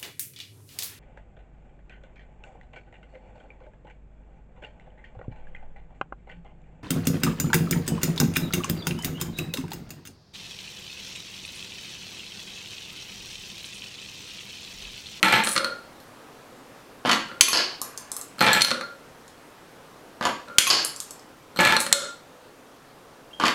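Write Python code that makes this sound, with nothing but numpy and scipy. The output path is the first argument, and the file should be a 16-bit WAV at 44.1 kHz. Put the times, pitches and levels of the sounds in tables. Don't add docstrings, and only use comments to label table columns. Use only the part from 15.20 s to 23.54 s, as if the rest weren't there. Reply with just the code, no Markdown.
import sys
import numpy as np
from scipy import signal
from scipy.fft import rfft, irfft
from scipy.io import wavfile
from scipy.ndimage import uniform_filter1d

SR = 44100
rng = np.random.default_rng(int(sys.argv[2]) if len(sys.argv) > 2 else 0)


def gain_from_decibels(decibels):
    exponent = np.asarray(decibels, float) / 20
    return 10 ** exponent


def waveform_to_disk(signal):
    frames = np.transpose(np.atleast_2d(signal))
    scaled = np.clip(frames, -1, 1) * 32767
    samples = np.round(scaled).astype(np.int16)
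    wavfile.write(sys.argv[1], SR, samples)


N = 367794


def evened(x):
    return x / np.sqrt(np.mean(x ** 2) + 1e-20)


def read(points, hz):
    table_hz, value = np.transpose(points)
    return np.interp(np.log(hz + 1), np.log(table_hz + 1), value)


def add(mix, start_s, sound):
    part = mix[round(start_s * SR):][:len(sound)]
    part += sound[:len(part)]


CRACKS = [0.93, 1, 1.4, 1.7, 0.51, 0.1, 0.84]
GATE_CRACK, CUP_CRACK, RIM_CRACK, BOWL_CRACK, GLASS_CRACK, HOLLOW_CRACK, LATCH_CRACK = CRACKS


def ringing(modes, body, crack, sharp):
    hz, width_hz, db = np.transpose(modes)[:, :, None]
    t = np.arange(3072) / SR
    chance = rng.standard_normal((2, len(modes), 1))
    chance_db = 2 * chance[0]
    detune = 1 + .007 * chance[1]
    strength = width_hz * gain_from_decibels(db + chance_db)
    rings = strength * np.exp(-np.pi * width_hz * t) * np.sin(2 * np.pi * hz * detune * t)

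    colour = gain_from_decibels(read(body, np.fft.rfftfreq(len(t), 1 / SR)))
    noise = evened(irfft(rfft(rng.standard_normal(len(t))) * colour))
    half = len(t) // 2 - 1
    folded = irfft(np.log(colour)) * np.r_[1, 2 * np.ones(half), 1, np.zeros(half)]
    click = irfft(np.exp(rfft(folded)))
    click_share = 2.94 * sharp
    spread = 0.56 * sharp * np.exp(-t / 0.00014) + np.exp(-t / 0.0042)
    burst = evened(noise * spread - click_share * click / np.linalg.norm(click))
    return evened(rings.sum(0)) + crack * burst


def blow(part, ring_db, knock_db, clack_db, tick_db, tick_hz, sharp, tick_s):
    x = ringing(*part, sharp=sharp)
    knock = signal.lfilter(*signal.butter(3, 1900, "low", fs=SR), x)
    clack = signal.lfilter(*signal.butter(2, (1600, 3700), "band", fs=SR), x)
    ring = signal.lfilter(*signal.butter(3, 3600, "high", fs=SR), x)
    t = np.arange(len(x)) / SR
    pulse = np.exp(-t / tick_s) * np.sin(2 * np.pi * tick_hz * t)
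    grains = np.exp(-t / 0.0022) * rng.standard_normal(len(t))
    scatter = np.convolve(grains, pulse[:40])[:len(t)]
    tick = signal.lfilter(*signal.butter(3, 4400, "high", fs=SR), pulse + .24 * scatter)
    layers = [(knock, knock_db - 7.5), (clack, clack_db - 4.5), (ring, -1.5), (tick, tick_db + 3.0)]
    loudest_db = ring_db + max(knock_db, clack_db, tick_db, 0)
    hard_db = .5 * max(loudest_db + 16.5, 0)
    return sum(gain_from_decibels(ring_db + hard_db + db) * layer / abs(layer).max() for layer, db in layers)


DELAY_S = .0001
# clack_db at an even knock, clack_db per knock_db, tick_hz, first contact (ratio)
WOOD_TONES = [(3, 0.63, 8040, 0.37), (-27.5, -0.65, 8300, 0.75), (3.5, 0.08, 6700, 1.1),
              (-17.5, -1.5, 6700, 0.75), (6, 5, 11000, .6)]
GATE_TONE, CUP_TONE, RIM_TONE, BOWL_TONE, FLOOR_TONE = WOOD_TONES


def wood_blows(blows, part, tone):
    out = np.zeros(N)
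    even_db, follow, tick_hz, sharp = tone
    for start_s, ring_db, knock_db, tick_db, *extra_db in blows:
        clack_db = even_db + follow * knock_db + sum(extra_db)
        sound = blow(part, ring_db, knock_db, clack_db, tick_db, tick_hz, sharp, tick_s=.00034)
        add(out, start_s + DELAY_S, sound)
    return out


# knock_db, clack_db, clack_db per ring_db, knock_db per ring_db
GLASS_TONES = [(-12, -5, .1, 0.94), (-0.5, -4.5, 0.13, 0.068), (-11.5, 4.44, 0.1, 0.1)]
QUEUE_TONE, GLASS_TONE, HEAP_TONE = GLASS_TONES


def glass_blows(blows, part, tone):
    out = np.zeros(N)
    base_knock_db, base_clack_db, clack_follow, knock_follow = tone
    for start_s, ring_db, tick_db, tick_hz in blows:
        knock_db = base_knock_db + knock_follow * ring_db
        clack_db = base_clack_db + clack_follow * ring_db
        sound = blow(part, ring_db, knock_db, clack_db, tick_db, tick_hz, sharp=2.9, tick_s=.00011)
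        add(out, start_s + DELAY_S, sound)
    return out


# rise_s, fall_db per second
BURSTS = [(.004, 80), (.004, 260), (.004, 147), (0.02, 108), (0.013, 115), (0.032, 11.5)]
GATE_BURST, RIM_BURST, BOWL_BURST, CUP_BURST, QUEUE_BURST, CIRCLE_BURST = BURSTS


def chatter(rows, burst, part, level_db, per_s=380, uneven_db=5.5):
    out, t = np.zeros(N), np.arange(N) / SR
    rise_s, fall_db = burst
    gain = np.zeros(N)
    for start_s, db, length_s in rows:
        times_s = [start_s, start_s + rise_s, start_s + rise_s + abs(length_s)]
        levels_db = [db - 5, db, db - fall_db * length_s]
        gain += gain_from_decibels(np.interp(t, times_s, levels_db, left=-200, right=-200))
    size = np.minimum(rng.exponential(1, N), 2.5)
    taps = gain_from_decibels(uneven_db * size) * (rng.random(N) < per_s / SR)
    spot = rng.integers(0, 4, N)
    for k in range(4):
        tap = ringing(*part, sharp=0.43)
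        out += signal.oaconvolve(gain * taps * (spot == k), tap / np.linalg.norm(tap))[:N]
    return gain_from_decibels(level_db) * out / np.sqrt(np.mean(taps ** 2))


# pitch_hz, level_db per Hz
AIR_COLOUR = [(15, -37.5), (25, -22), (49, -7.5), (76, -37), (107, -3.5), (179, -8), (205, -13),
              (235, -1.5), (382, -6), (487, -2.5), (638, -7), (1190, -9), (2090, -16.5), (13100, -30.5),
              (15800, -35.5)]
# start_s, level_db
AIR_LEVEL = [(0, -47.5), (2, -48.5), (5, -49), (8.4, -50.5)]


def air():
    frames, hz = N // 256 + 5, np.fft.rfftfreq(1024, 1 / SR)
    a, b, patches = rng.standard_normal((frames, 513, 3)).T
    patches = uniform_filter1d(patches, size=10, axis=0)
    patches_db = evened(uniform_filter1d(patches, size=14, axis=1))
    z = (a + 1j * b) * gain_from_decibels(read(AIR_COLOUR, hz)[:, None] + patches_db)
    hiss = signal.istft(z, nperseg=1024, noverlap=768)[1][:N]
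    level_db = np.interp(np.arange(N) / SR, *np.transpose(AIR_LEVEL))
    return gain_from_decibels(level_db) * evened(hiss)


# knock_db, tick_db, extra clack_db
GATE_BLOWS = [(0.0289, -7.5, -2.5, -25, 4.5), (0.0336, -22, 17.5, -28.5, -2), (.045, -25.5, 16, 2, -13),
              (0.083, -14.5, -5, -13, -5), (0.1245, -15.5, 7, -8.5, 1.5), (.138, -15, 9, -28, 2),
              (0.1566, -13, -4, -14, -10), (0.168, -28, -4, -26.5, 3), (3.1835, -30.5, 14, -6, -0.5),
              (3.192, -19.5, -3, -19, -6.5), (3.2074, -12, 4, -22, 3), (3.213, -18.5, 16, -17, -7),
              (3.2237, -19.5, 5, -1, 5), (3.261, -29, 0, 4, 2), (3.265, -24, 5, -25, -10),
              (3.2893, -24.5, 18, -33, 2), (3.305, -21.5, -2, -7, 1), (3.331, -6.5, -3, -9, -1.5),
              (6.361, -24.5, 9, -14, -3), (6.372, -19, -24.5, -15.5, 1), (6.3896, -15, 10.5, -25, -1),
              (6.4064, -16.5, 10, -2, 1), (6.412, -15.5, 3, -17, 2.5), (6.4507, -11, 0.5, -11, 3),
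              (6.474, -15.5, 0, -9, 7.5), (6.496, -25, 16, -5, -13), (6.5232, -12, -2, -18, 5)]
# pitch_hz, width_hz, level_db
GATE_MODES = [(198, 22, 4.5), (364, 32, -1), (568, 28, 7), (856, 21, 6), (11800, 700, -16.5),
              (1344, 46, 16.5), (1656, 70, -13), (2220, 78, -2), (2876, 30, 0), (3180, 61, -2),
              (4240, 47, 6), (4110, 110, -6), (5950, 80, -11.5)]
# pitch_hz, level_db per Hz
GATE_BODY = [(59, -45), (100, -20), (190, -0.5), (722, -18.5), (888, -2.5), (1680, -1), (2070, 0),
             (2360, -1), (9000, -40.5), (11700, -53), (19800, -120)]
# pitch_hz, width_hz, level_db
LATCH_MODES = [(210, 123, -22.5), (892, 28, 10), (1280, 36, -14.5), (1703, 31, 7.5), (1870, 15, -14),
               (2371, 56, 7.5), (2720, 89, -1.5), (3350, 910, -3)]
# start_s, level_db, length_s
GATE_CHATTER = [
    (.042, -16, 0.12),
    (.124, -19.5, 0.12),
    (3.217, -16.5, 0.03),
    (3.265, -14, 0.11),
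    (6.391, -16, 0.05),
    (6.449, -15.5, 0.094),
]


def gate():
    latch = LATCH_MODES, GATE_BODY, LATCH_CRACK
    rattle = chatter(GATE_CHATTER, GATE_BURST, latch, level_db=-3.0, per_s=300, uneven_db=3.0)
    return rattle + wood_blows(GATE_BLOWS, (GATE_MODES, GATE_BODY, GATE_CRACK), GATE_TONE)


# start_s, ring_db, tick_db over the ring, tick_hz
QUEUE_CLICKS = [(0.2376, -31.5, 15.5, 8700), (0.248, -23, 5, 9500), (0.254, -34, -1, 9500),
                (0.289, -31, 10, 9450), (0.802, -40, -3, 11800), (3.421, -28, 16.5, 9300),
                (4.0796, -43, 4.5, 6640), (6.5907, -28, -2, 9000), (6.6030, -24, 12, 9500),
                (6.612, -30, 12, 8930)]
# start_s, level_db, length_s
QUEUE_ROLL = [
    (.243, -10.5, 0.093),
    (3.42, -30.5, 0.073),
    (6.585, -23.5, 0.068),
]
# pitch_hz, width_hz, level_db
QUEUE_MODES = [(8200, 720, -6), (9500, 540, 2.5), (11150, 2200, -21)]


def queue():
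    rolling = chatter(QUEUE_ROLL, QUEUE_BURST, (QUEUE_MODES, GLASS_BODY, .15), level_db=-14.5)
    return rolling + glass_blows(QUEUE_CLICKS, (CUP_MODES, CUP_BODY, CUP_CRACK), QUEUE_TONE)


# knock_db, tick_db
CUP_BLOWS = [(0.2721, -11, 0, -28), (0.3555, -24, 8, -20), (0.363, -11, 0.5, -21), (0.3780, -10, -3, -25),
             (0.4452, -15.5, 3.5, -22), (2.086, -43, -3, -11), (2.114, -48, 25.5, -13.5),
             (3.4, -26, 0, -10), (3.4085, -11, -8, -25), (3.4185, -4.5, -16, -35),
             (3.4258, -13.5, -14, -21.5), (3.4475, -7, -12, -30), (3.4594, -31, 7, -19.5),
             (3.483, -17, -1, -20), (3.5066, -14, 0, -31), (3.514, -14, 3, -21), (3.545, -25, -9, -22),
             (3.5713, -36, 11, -19), (3.6105, -25.5, 11.5, -35.5), (5.284, -38, 8.5, -23.5),
             (5.299, -54.5, 15.5, -23.5), (6.566, -9, -0.5, -15.5), (6.6647, -22, 7.5, -1.5),
             (6.716, -34.5, 18, -19.5), (6.7267, -2.5, -10.5, -3)]
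# pitch_hz, width_hz, level_db
CUP_MODES = [(236, 17, 7), (349.7, 34, 2), (560.3, 25, 10.5), (1377, 17, 15.5), (4030, 120, -3.5),
             (4273, 55, 6.5), (5900, 67, -11), (9000, 440, -18)]
# pitch_hz, level_db per Hz
CUP_BODY = [(59, -63), (100, -11), (233, -9.5), (434, -22), (555, -21), (750, -10), (1370, 0), (1780, -3.5),
            (9000, -30), (11700, -49), (19800, -120)]
# start_s, level_db, length_s
CUP_ROLL = [
    (0.386, -23.5, 0.12),
    (2.08, -41.5, .12),
    (3.512, -25.5, 0.22),
    (5.262, -37, 0.09),
    (6.72, -23, 0.14),
]
# pitch_hz, width_hz, level_db
HOLLOW_MODES = [(564.6, 17, -2), (1390, 32, 0)]


def cup():
    hollow = HOLLOW_MODES, CUP_BODY, HOLLOW_CRACK
    rolling = chatter(CUP_ROLL, CUP_BURST, hollow, level_db=-5.5, per_s=150, uneven_db=2.0)
    return rolling + wood_blows(CUP_BLOWS, (CUP_MODES, CUP_BODY, CUP_CRACK), CUP_TONE)


# knock_db, tick_db, extra clack_db
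RIM_BLOWS = [(1.85, -27.5, 19.5, -38, 10.5), (1.8584, -25, 9, -17, 7.5), (1.8927, -14, 7.5, -27, -1),
             (1.9140, -13, 9, -10.5, 5), (1.9183, -15.5, 1, -17, 3.5), (1.9303, -11.5, -8, -26, 2.5),
             (5.0100, -29, 19.5, -16.5, 0), (5.0530, -16.5, 10, -12, -7), (5.068, -25, 16, -13.5, -11),
             (5.0908, -25, 10, -16, 4.5), (8.1990, -24, 16.5, -13, 1), (8.237, -21, 17.5, -23, 5.5),
             (8.2545, -14.5, -10, -20, 4.5), (8.2662, -14.5, -6, -15, 4), (8.281, -13, -2, -35, 3.5)]
# pitch_hz, width_hz, level_db
RIM_MODES = [(240, 30, -17.5), (350.4, 45, -8), (534, 27, -7), (840, 42, -15.5), (1005, 60, -4),
             (1140, 72, 0.5), (1570, 110, -3), (2063, 94, -7.5), (3055, 140, 0), (3380, 71, -13),
             (4520, 140, -6.5), (4980, 230, -16)]
# pitch_hz, level_db per Hz
RIM_BODY = [(59, -38), (100, -29), (242, 0.5), (468, -11), (514, -9), (1110, -0.5), (1890, -7),
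            (2960, -6.5), (4900, -17.5), (9000, -32.5), (11700, -32), (19800, -120)]
# start_s, level_db, length_s
RIM_CHATTER = [
    (1.854, -15, .04),
    (1.893, -12.5, .11),
    (5.016, -17.5, .038),
    (5.047, -14, .1),
    (8.198, -15.5, .035),
    (8.238, -11, .1),
]


def rim():
    part = RIM_MODES, RIM_BODY, RIM_CRACK
    return chatter(RIM_CHATTER, RIM_BURST, part, level_db=-10.0) + wood_blows(RIM_BLOWS, part, RIM_TONE)


# start_s, ring_db, tick_db over the ring, tick_hz
DROPS = [
    (2.2094, 1.5, -7.5, 6460),
    (2.2123, -1, -9, 6360),
    (2.2175, -23, -2.5, 8300),
    (5.3841, 3, -11.5, 6310),
    (5.388, -5, 1, 6300),
    (5.4305, -17.5, -3, 5000),
]
# pitch_hz, width_hz, level_db
HEAP_MODES = [(575, 110, -14), (1120, 250, 0), (1510, 210, -6.5), (3230, 390, 0.5), (2500, 500, -15),
              (4530, 600, 2), (5630, 450, -11), (6700, 310, -4.5), (9450, 880, -7.5), (11000, 600, -14.5),
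              (8300, 500, -12.5)]
# pitch_hz, level_db per Hz
HEAP_BODY = [(100, -35), (300, -26), (1900, -16.5), (2500, -19), (3300, -11.5), (5000, 1.5), (7000, -1),
             (11700, -19), (19800, -102)]


def heap():
    return glass_blows(DROPS, (HEAP_MODES, HEAP_BODY, 1.1), HEAP_TONE)


# knock_db, tick_db
BOUNCES = [
    (2.282, -12, 0, -13),
    (2.2867, -10, -9, -2),
    (5.4687, -13, 0.5, -10),
    (5.4745, -8, -8.5, -12.5),
    (5.478, -16.5, -13, 2),
]
# pitch_hz, width_hz, level_db
FLOOR_MODES = [(1090, 75, 21.5), (2530, 73, 10), (4160, 140, 4), (6300, 190, 7.5), (8070, 300, -8),
               (10900, 340, 0)]
# knock_db, tick_db
BOWL_BLOWS = [
    (2.3311, -9.5, 3.5, -10),
    (2.346, -23.5, -18, -30),
    (2.3727, -9.5, -1, -16),
    (5.5022, -5.5, -2.5, -7.5),
    (5.5102, -6, -4, -20),
    (5.53, -9.5, -8, -10),
]
# pitch_hz, width_hz, level_db
BOWL_MODES = [(351, 36, 2.5), (1110, 16, 12.5), (1675, 180, 9.5), (2800, 51, -14), (3000, 84.7, 13),
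              (4535, 150, -6.5), (4750, 180, -14), (5140, 250, 6), (4590, 220, 5.5), (5030, 200, 6.5)]
# pitch_hz, level_db per Hz
BOWL_BODY = [(59, -64), (100, -27), (994, -9.5), (1110, -8.5), (2190, -11.5), (2960, -7), (3790, -14),
             (4570, 1.5), (9000, -49), (11700, -51), (19800, -120)]
# start_s, level_db, length_s
BOWL_CHATTER = [
    (2.329, -10, 0.22),
    (5.504, -11.5, 0.15),
]


def bowl():
    part = BOWL_MODES, BOWL_BODY, BOWL_CRACK
    out = wood_blows(BOUNCES, (FLOOR_MODES, BOWL_BODY, .25), FLOOR_TONE)
    out += wood_blows(BOWL_BLOWS, part, BOWL_TONE)
    return out + chatter(BOWL_CHATTER, BOWL_BURST, part, level_db=-7.0, per_s=800, uneven_db=4.0)


# start_s, ring_db, tick_db over the ring, tick_hz
GLASS_BLOWS = [(2.616, -17.5, 2, 8800), (2.776, -35.5, 15.5, 7760), (2.917, -25, 7.5, 8100),
               (2.966, -23, 7.5, 9900), (3.013, -34, 11.5, 8000), (3.024, -39, -5, 5430),
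               (5.6278, -28, -7, 6370), (5.634, -38, -14, 6300), (5.6483, -22, 8, 9600),
               (5.762, -35, 12, 8040), (5.8023, -29, 12.5, 8100), (5.908, -29, 2, 7900),
               (5.9948, -49, 7, 6130)]
# pitch_hz, width_hz, level_db
GLASS_MODES = [(3370, 76, -17), (4450, 270, -8), (5380, 200, 5), (6400, 34, 2), (8700, 57, -28),
               (10000, 74, -9), (11350, 190, 6)]
# pitch_hz, level_db per Hz
GLASS_BODY = [(59, -52), (100, -27), (304, 1.5), (1050, -4.5), (1110, 15.5), (1890, -14), (3260, 2.5),
              (6660, -4.5), (9000, -20), (11700, -39), (19800, -120)]
# start_s, level_db, length_s
BOWL_ROLL = [
    (2.602, -42.5, 0.39),
    (5.75, -49.5, 0.26),
]


def marbles():
    circling = chatter(BOWL_ROLL, CIRCLE_BURST, (RIM_MODES[3:7], CUP_BODY, .8), level_db=-10)
    return circling + glass_blows(GLASS_BLOWS, (GLASS_MODES, GLASS_BODY, GLASS_CRACK), GLASS_TONE)


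# start_s, level_db, pitch_hz, length_s
SQUEAKS = [
    (7.1, -55, 500, 0.15),
    (8.109, -51, 2770, 0.013),
    (8.13, -40.5, 3190, 0.013),
    (8.137, -51.5, 3265, 0.043),
]


def pivot():
    out = np.zeros(N)
    for start_s, db, hz, length_s in SQUEAKS:
        t = np.arange(round(length_s * SR)) / SR
        tone = np.zeros(len(t))
        for k, over_db in enumerate([0, -24, -26], 1):
            tone += gain_from_decibels(over_db) * np.sin(2 * np.pi * k * hz * t)
        add(out, start_s, gain_from_decibels(db) * tone * signal.windows.tukey(len(t), .5))
    return out


# delay_s, level_db
ECHOES = [
    (.0041, -12),
    (.0083, -11),
]
# pitch_hz, length_s
ROOM_FALL = [(100, 0.59), (400, 0.33), (1500, 0.42), (5000, 0.42), (9000, 0.33), (15000, 0.19)]
# pitch_hz, level_db
ROOM_COLOUR = [(100, -1.5), (350, 7.5), (470, 11), (570, 6.5), (1500, 3), (5000, 1), (9000, 1),
               (15000, 9.5)]


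def room(x):
    out, t = x.copy(), np.arange(N) / SR
    for delay_s, db in ECHOES:
        add(out, delay_s, gain_from_decibels(db) * x)
    for k in range(3):
        taps = np.zeros(SR)
        at = np.arange(240, SR - 20, 20)
        taps[at + rng.integers(0, 20, len(at))] = rng.choice([-1., 1.], len(at))
        hz, late_s, z = signal.stft(taps, SR, nperseg=256)
        fall_db = 60 * late_s / read(ROOM_FALL, hz)[:, None]
        shaped = z * gain_from_decibels(read(ROOM_COLOUR, hz)[:, None] - fall_db)
        tail = signal.istft(shaped, SR, nperseg=256)[1]
        turn = np.sqrt(2 / 3) * abs(np.cos(np.pi * (3 * t + k / 3)))
        out += signal.oaconvolve(x * turn, tail / np.linalg.norm(tail))[:N]
    return out


# edge_hz, kind of filter
MICROPHONE = [(120, "high"), (12500, "low"), (14500, "low")]


def scene():
    clatter = gate() + queue() + rim() + heap() + bowl() + marbles() + pivot()
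    hum = cup()
    near = room(clatter + 0.75 * hum) + 0.42 * hum
    for hz, kind in MICROPHONE:
        near = signal.lfilter(*signal.butter(2, hz, kind, fs=SR), near)
    return (near + air())[None]


def top_cut(x):
    return signal.sosfilt(signal.butter(12, 15980, fs=SR, output="sos"), x)


def record(dry):
    hold = np.exp(-1 / (0.0046 * SR))
    power = signal.lfilter([1 - hold], [1, -hold], dry[0] ** 2)
    power_db = 10 * np.log10(power + 1e-12)
    fall_db = np.arange(N) * 86.0 / SR
    held_db = np.maximum.accumulate(power_db + fall_db) - fall_db
    over_db = np.maximum(held_db + 17.0, 0)
    lag = np.exp(-1 / (0.0036 * SR))
    pressed = dry / gain_from_decibels(0.68 * signal.lfilter([1 - lag], [1, -lag], over_db))
    return top_cut(np.clip(pressed, -1, 1))


dry = scene()
out = record(dry)
waveform_to_disk(out)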